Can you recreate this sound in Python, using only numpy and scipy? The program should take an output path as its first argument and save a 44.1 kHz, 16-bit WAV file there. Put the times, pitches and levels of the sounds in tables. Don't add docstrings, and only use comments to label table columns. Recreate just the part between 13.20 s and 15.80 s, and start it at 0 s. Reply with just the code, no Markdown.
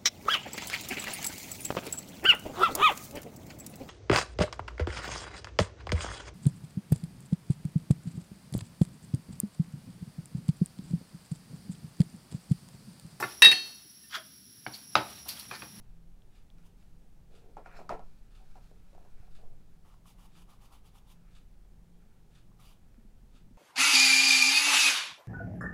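import sys
import numpy as np
from scipy import signal
from scipy.fft import rfft, irfft, next_fast_len
from scipy.io import wavfile
from scipy.ndimage import map_coordinates

SR = 44100
rng = np.random.default_rng(int(sys.argv[2]) if len(sys.argv) > 2 else 0)


def level_to_linear(level):
    exponent = np.asarray(level, float) / 20
    return 10 ** exponent


def to_wav(sig):
    pcm = np.clip(np.atleast_2d(sig), -1, 1) * 32767
    pcm = np.round(pcm).astype(np.int16)
    wavfile.write(sys.argv[1], SR, pcm.T)


N = 114660
T = np.arange(N) / SR


def unit(x):
    return x / np.sqrt(np.mean(x ** 2) + 1e-20)


def along(points, hz):
    point_hz, value = np.transpose(points)
    return np.interp(np.log(hz + 1), np.log(point_hz + 1), value)


def curve(rows):
    return level_to_linear(np.interp(T, *np.transpose(rows)))


def wobble(rate):
    values = rng.standard_normal(int(N * rate / SR) + 4)
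    return map_coordinates(values, [T * rate])


def filtered(x, response):
    size = next_fast_len(len(x) + 8192)
    return irfft(rfft(x, size) * response(np.fft.rfftfreq(size, 1 / SR)), size)[:len(x)]


def noise(points, size=N):
    return unit(filtered(rng.standard_normal(size), lambda hz: level_to_linear(along(points, hz))))


def band(hz, centre_hz, wide_hz):
    damping = 1j * hz * wide_hz
    return damping / (centre_hz ** 2 - hz ** 2 + damping + 1e-9)


def ring(modes, t, clock):
    hz, db, t60 = np.transpose(modes)[:, :, None]
    uneven_db = 0.8 * rng.standard_normal(db.shape)
    return (level_to_linear(db + uneven_db - 60 * t / t60) * np.sin(2 * np.pi * hz * clock)).sum(0)


def add(out, s, x):
    part = out[max(round(s * SR), 0):][:len(x)]
    part += x[:len(part)]


def clinks():
    # start_s, spoon_db, spatula_db, bowl_db, crack_db
    contacts = [(0.2204, -8.5, -6, -34, -12.5), (.229, -5, -7.5, -26, -32),
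                (0.2367, -10.5, -10.5, -18.5, -39), (0.2464, -6.5, -15, -33, -17.5),
                (.2545, -6.5, -7, -33, -43), (.2625, -6.5, -16.5, -28, -32.5),
                (0.2686, -7.5, -18, -32, -32.5), (0.2787, -12.5, -33, -27.5, -32.5),
                (0.3139, -16, -49, -24, -22.5), (.3205, -50, -14, -24.5, -40.5),
                (0.33, -76, -51, -27, -45.5)]
    # pitch_hz, level_db, fade_s (time to fall 60 dB)
    spoon = [(3794, 0, .45), (3821, -16, .2), (4772, -20, .35), (5895, -31, .9), (6218, -38, .9),
             (8145, -31, .16)]
    spatula = [(1680, -18, .15), (1794, -11, .16), (1864, -11, .15), (1921, -13, .14), (2027, -15, .12),
               (2420, -20, .06), (2686, 0, .1), (3160, -19, .12), (5240, -21, .06), (8600, -20, .08),
               (9710, -22, .11), (10830, -26, .05)]
    bowl = [(1755, -13, .26), (2677, -14, .45), (2690, -9, .45), (3163, -13, .45), (3797, -12, .62),
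            (4354, 0, .5), (4799, -13, .6), (5557, -22, .8), (5897, -21, .7), (6219, -23, .6),
            (8021, -34, .9), (8355, -33, .3)]
    # pitch_hz, level_db
    crack_colour = [(150, -46.5), (500, -8.5), (2500, 0.5), (5500, -4.5), (7000, -17), (10000, -6),
                    (15500, -24.5)]
    mute_s = 0.003
    out, t = np.zeros(N), T[:SR]
    ends = [row[0] for row in contacts[1:]] + [np.inf]
    for (s, *ring_db, crack_db), end in zip(contacts, ends):
        alive = np.exp(-np.maximum(t + s - end, 0) / mute_s) * (1 - np.exp(-t / mute_s))
        clock = t + round(s * SR) / SR
        rings = sum(level_to_linear(db) * ring(body, t, clock) for db, body in zip(ring_db, (spoon, spatula, bowl)))
        fade = level_to_linear(-60 * t / 0.03) + level_to_linear(-10 - 60 * t / 0.25)
        onset = 1 - np.exp(-t / 0.00052)
        crack = level_to_linear(crack_db) * fade * onset * noise(crack_colour, size=SR)
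        add(out, s, alive * rings + crack)
    return out


def knocks():
    # start_s, level_db, tray_thump_db, struck part
    blows = [(0, -35.5, -39, "edge"), (.025, -24, -72, "edge"), (0.0272, -35.5, -85, "edge"),
             (.034, -30, -51.5, "edge"), (0.038, -28.5, -53, "edge"), (0.0393, -25.5, -36.5, "edge"),
             (0.2221, -22.5, -42, "side"), (0.2223, -39, -62, "pan"), (0.2498, -21.5, -36.5, "side"),
             (.27, -39, -44, "pan"), (0.3156, -44.5, -43, "pan"), (.645, -73, -54, "pan"),
             (.97, -57, -75, "pan"), (1.464, -23.5, -38, "side"), (1.7535, -5, -30, "floor"),
             (1.766, -18.5, -43, "dip"), (1.776, -32, -31.5, "dip"), (2.059, -44, -53, "dip"),
             (2.3114, -22, -47, "rim"), (2.3325, -37, -61, "dip"), (2.42, -25.5, -42.5, "rim")]
    # pitch_hz, level_db, fade_s
    tray = [(120, 0, .2), (205, -6, .12), (310, 0, .12), (400, -4, .09)]
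    bowl_edge = [(378, -3.5, 0.054), (1145, -0.5, 0.058), (1378, 1.5, 0.036), (1779, -2.5, 0.061),
                 (2067, -5.5, .04), (2573, -6.5, 0.035), (3800, -20, 0.072), (4450, -21.5, 0.085)]
    bowl_side = [(780, -0.6, 0.016), (1590, 2, 0.014), (2240, -3.2, 0.02), (2950, -13, 0.019),
                 (4500, -17.5, 0.027)]
    bowl_floor = [(887, -3.5, 0.02), (1268, 5, 0.014), (2600, -1.5, 0.011), (3850, -6, 0.0147),
                  (4930, -9, 0.0128), (6150, -18, 0.013), (7460, -20.5, 0.0089)]
    bowl_rim = [(1164, -8, 0.021), (1550, -2.5, 0.011), (2490, -9.5, 0.034), (3300, -13, .01),
                (4460, -7, 0.0046)]
    bowl_dip = [(754, -4.5, .05), (878, -5.2, 0.07), (1000, -3, 0.023), (1386, -10.5, .08)]
    tray_rim = [(239.7, -3.5, 0.18), (274, -0.5, 0.14), (327.4, -2.5, 0.24), (368, 1.5, 0.15),
                (399.6, 1.6, 0.15), (460, -5, .15), (750, -1, 0.18)]
    # pitch_hz, level_db
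    puff_colour = [(150, -11.5), (700, 1), (2500, -8.5), (5000, -13), (7000, -31), (15000, -32.5)]
    parts = dict(edge=bowl_edge, side=bowl_side, floor=bowl_floor, rim=bowl_rim, dip=bowl_dip, pan=tray_rim)
    out, t = np.zeros(N), T[:SR // 2]

    def rise(seconds):
        return 1 - np.exp(-(t / seconds) ** 2)

    for s, db, thump_db, part in blows:
        puff = level_to_linear(-18 - 60 * t / 0.17) * rise(0.0018) * noise(puff_colour, size=len(t))
        thump = level_to_linear(thump_db) * ring(tray, t, t) * rise(0.008)
        blow = ring(parts[part], t, t) + puff
        add(out, s, level_to_linear(db) * blow * rise(0.0009) + thump)
    return out


def scrapes():
    # peak_s, rise_s, fall_s, level_db, hiss_db
    strokes = [
        (.004, .004, 0.028, -43, -3.5),
        (.915, 0.014, .008, -49.5, -28.5),
        (0.955, 0.023, 0.02, -34, -21),
        (1.545, 0.012, 0.025, -39, -18),
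        (2.09, 0.0025, 0.022, -33.5, -6.5),
        (2.198, 0.0048, 0.016, -43.5, -5.5),
        (2.354, 0.0268, 0.0155, -47, -29),
        (1.968, .03, .03, -58.5, -7),
    ]
    # low_hz, middle_hz, high_hz
    rubbed = [(850, 5300, 8700), (1280, 3200, 4700), (1500, 3350, 4900), (2900, 4400, 5000),
              (2600, 4400, 5600), (2500, 4300, 5500), (1500, 2400, 4300), (1500, 2600, 4000)]
    # low_db, high_db
    rubbed_db = [(11, -5), (-6, -2), (0, -7), (-25, -7.5), (-13, -5.5), (-17, -6), (4.5, 2), (-15, 2)]
    slips_per_s, sharpness = 6000, 6
    out = np.zeros(N)
    for stroke, (low_hz, mid_hz, high_hz), (low_db, high_db) in zip(strokes, rubbed, rubbed_db):
        s, rise, fall, db, hiss_db = stroke
        happens = rng.random(N) < slips_per_s / SR
        size = level_to_linear(1.8 * np.minimum(rng.exponential(size=N), 3.5))
        slips = happens * size * rng.standard_normal(N) + 0.39 * rng.standard_normal(N)
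        swell = np.where(T < s, np.exp(-((s - T) / rise) ** 2), np.exp(-np.abs(T - s) / fall))

        def surface(hz):
            low = level_to_linear(low_db) * band(hz, low_hz, 4 * low_hz / sharpness) ** 2
            middle = band(hz, mid_hz, mid_hz / sharpness / 2)
            high = level_to_linear(high_db) * band(hz, high_hz, 2 * high_hz / sharpness) ** 2
            broad = level_to_linear(-20.5) * band(hz, 2000, 5100) ** 2
            hiss = level_to_linear(hiss_db) * band(hz, 12100, 4940) ** 2
            return low - middle + high + broad + hiss

        out += level_to_linear(db + 11.5) * filtered(unit(slips) * swell, surface)
    return out


def ticks():
    # start_s, level_db, pitch_hz, cycles (how long it rings)
    contacts = [(.3155, -21, 2400, 22), (.835, -59, 1800, 90), (.84, -61, 2700, 90), (.912, -50, 1280, 20),
                (.929, -41, 3300, 45), (.9425, -31, 3350, 36), (.966, -36, 1700, 12), (.974, -45, 650, 30),
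                (.99, -50, 625, 30), (1.5395, -33, 4400, 16), (1.544, -36, 4450, 12),
                (1.547, -36, 4350, 12), (1.552, -39, 4400, 14), (1.5765, -32, 13000, 6),
                (1.754, -30, 9500, 5), (1.7548, -33, 12500, 6), (2.0853, -19, 13500, 6),
                (2.0893, -19, 10000, 4), (2.1745, -36, 3300, 10), (2.192, -33, 10500, 12),
                (2.1965, -30, 10500, 8), (2.312, -36, 2380, 14), (2.352, -38, 4300, 30),
                (2.4205, -38, 2400, 10)]
    out, t = np.zeros(N), T[:SR // 10]
    for s, db, hz, cycles in contacts:
        speed = hz / cycles
        tone = np.exp(-t * speed * 2) * np.sin(2 * np.pi * hz * t)
        add(out, s, level_to_linear(db) * tone * (1 - np.exp(-t * speed * 20)))
    return out


def insects():
    # pitch_hz, width_hz, level_db
    wings = [
        (5684, 85, -61),
        (5472, 570, -61),
        (10824, 630, -58.5),
        (10280, 250, -69.5),
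        (11360, 256, -71.5),
        (9400, 300, -79.5),
    ]
    # time_s, level_db
    chorus = [(0, 6.5), (.45, 1), (.8, -1), (1.2, -2.5), (1.75, 2), (2.6, 1.2)]
    flutter = level_to_linear(1.5 * wobble(90))
    whine = np.zeros(N)
    for hz, wide_hz, db in wings:
        group = filtered(rng.standard_normal(N), lambda f: band(f, hz, wide_hz) ** 2)
        whine += level_to_linear(db) * unit(group)
    return curve(chorus) * flutter * whine


def rustle():
    # time_s, level_db
    movement = [(0, -47.5), (.2, -57.5), (.47, -54.5), (.65, -67.5), (1.4, -81), (1.55, -55.5), (1.7, -64),
                (1.9, -52), (2.03, -56.5), (2.12, -47.5), (2.3, -54.5), (2.6, -55)]
    # pitch_hz, level_db
    cloth = [(250, -21.5), (700, -1.5), (2000, -3), (4300, -0.5), (7000, -10.5), (12000, -8.5), (15500, -9)]
    uneven = level_to_linear(2.2 * wobble(25) + 1.2 * wobble(300))
    return curve(movement) * uneven * noise([(60, -60)] + list(cloth))


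def street():
    # pitch_hz, level_db
    rumble = [(25, -8.5), (50, -11.5), (120, 5), (160, 2), (205, 5), (330, -7), (480, -17)]
    level_db = -68.5 + 13.5 * T / T[-1] + 1.5 * wobble(20.74)
    return level_to_linear(level_db) * noise([(13, -22.5)] + list(rumble) + [(900, -66.5)])


def engine():
    # time_s, level_db
    passing = [(0, -62), (.3, -67), (1.6, -76.5), (1.85, -63), (2.2, -58), (2.6, -62)]
    drone = filtered(rng.standard_normal(N), lambda hz: band(hz, 69.6, 8) ** 2)
    return curve(passing) * unit(drone)


def air():
    # pitch_hz, level_db
    hiss = [(400, -8), (1100, -9), (1600, -1.5), (2400, -5), (4600, 3), (6600, -9), (9000, -10),
            (15600, 2.5)]
    return level_to_linear(-57.5 + 0.76 * wobble(12)) * noise([(100, -49.0)] + list(hiss))


def room(x):
    # pitch_hz, fade_s
    fade_times = [(150, 0.81), (1000, 0.33), (4000, 0.31), (12000, 0.055)]
    hz, t, pieces = signal.stft(rng.standard_normal(SR // 2), SR, nperseg=256)
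    fade = level_to_linear(-60 * t / along(fade_times, hz)[:, None])
    tail = signal.istft(pieces * fade, SR, nperseg=256)[1]
    late = np.pad(x, (220, 0))
    return signal.fftconvolve(late, tail / np.linalg.norm(tail))[:N]


def scene():
    near = [clinks(), knocks(), scrapes() + ticks()]
    room_db = [-18, -15, -17]
    contacts = sum(x + level_to_linear(db) * room(x) for x, db in zip(near, room_db))
    return (contacts + insects() + air() + street() + engine() + rustle())[None]


def band_limit(x):
    return signal.sosfilt(signal.butter(12, 16680, fs=SR, output="sos"), x)


def record(dry):
    ceiling, knee = 0.92, 5
    low_cut_hz, top_hz = 65, 15650
    limited = dry[0] / (1 + np.abs(dry[0] / ceiling) ** knee) ** (1 / knee)

    def microphone(hz):
        low_cut = (1j * hz / (low_cut_hz + 1j * hz)) ** 2
        return low_cut * level_to_linear(-32 * (hz > top_hz))

    mix = filtered(limited, microphone)[None]
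    return band_limit(mix)


dry = scene()
out = record(dry)
to_wav(out)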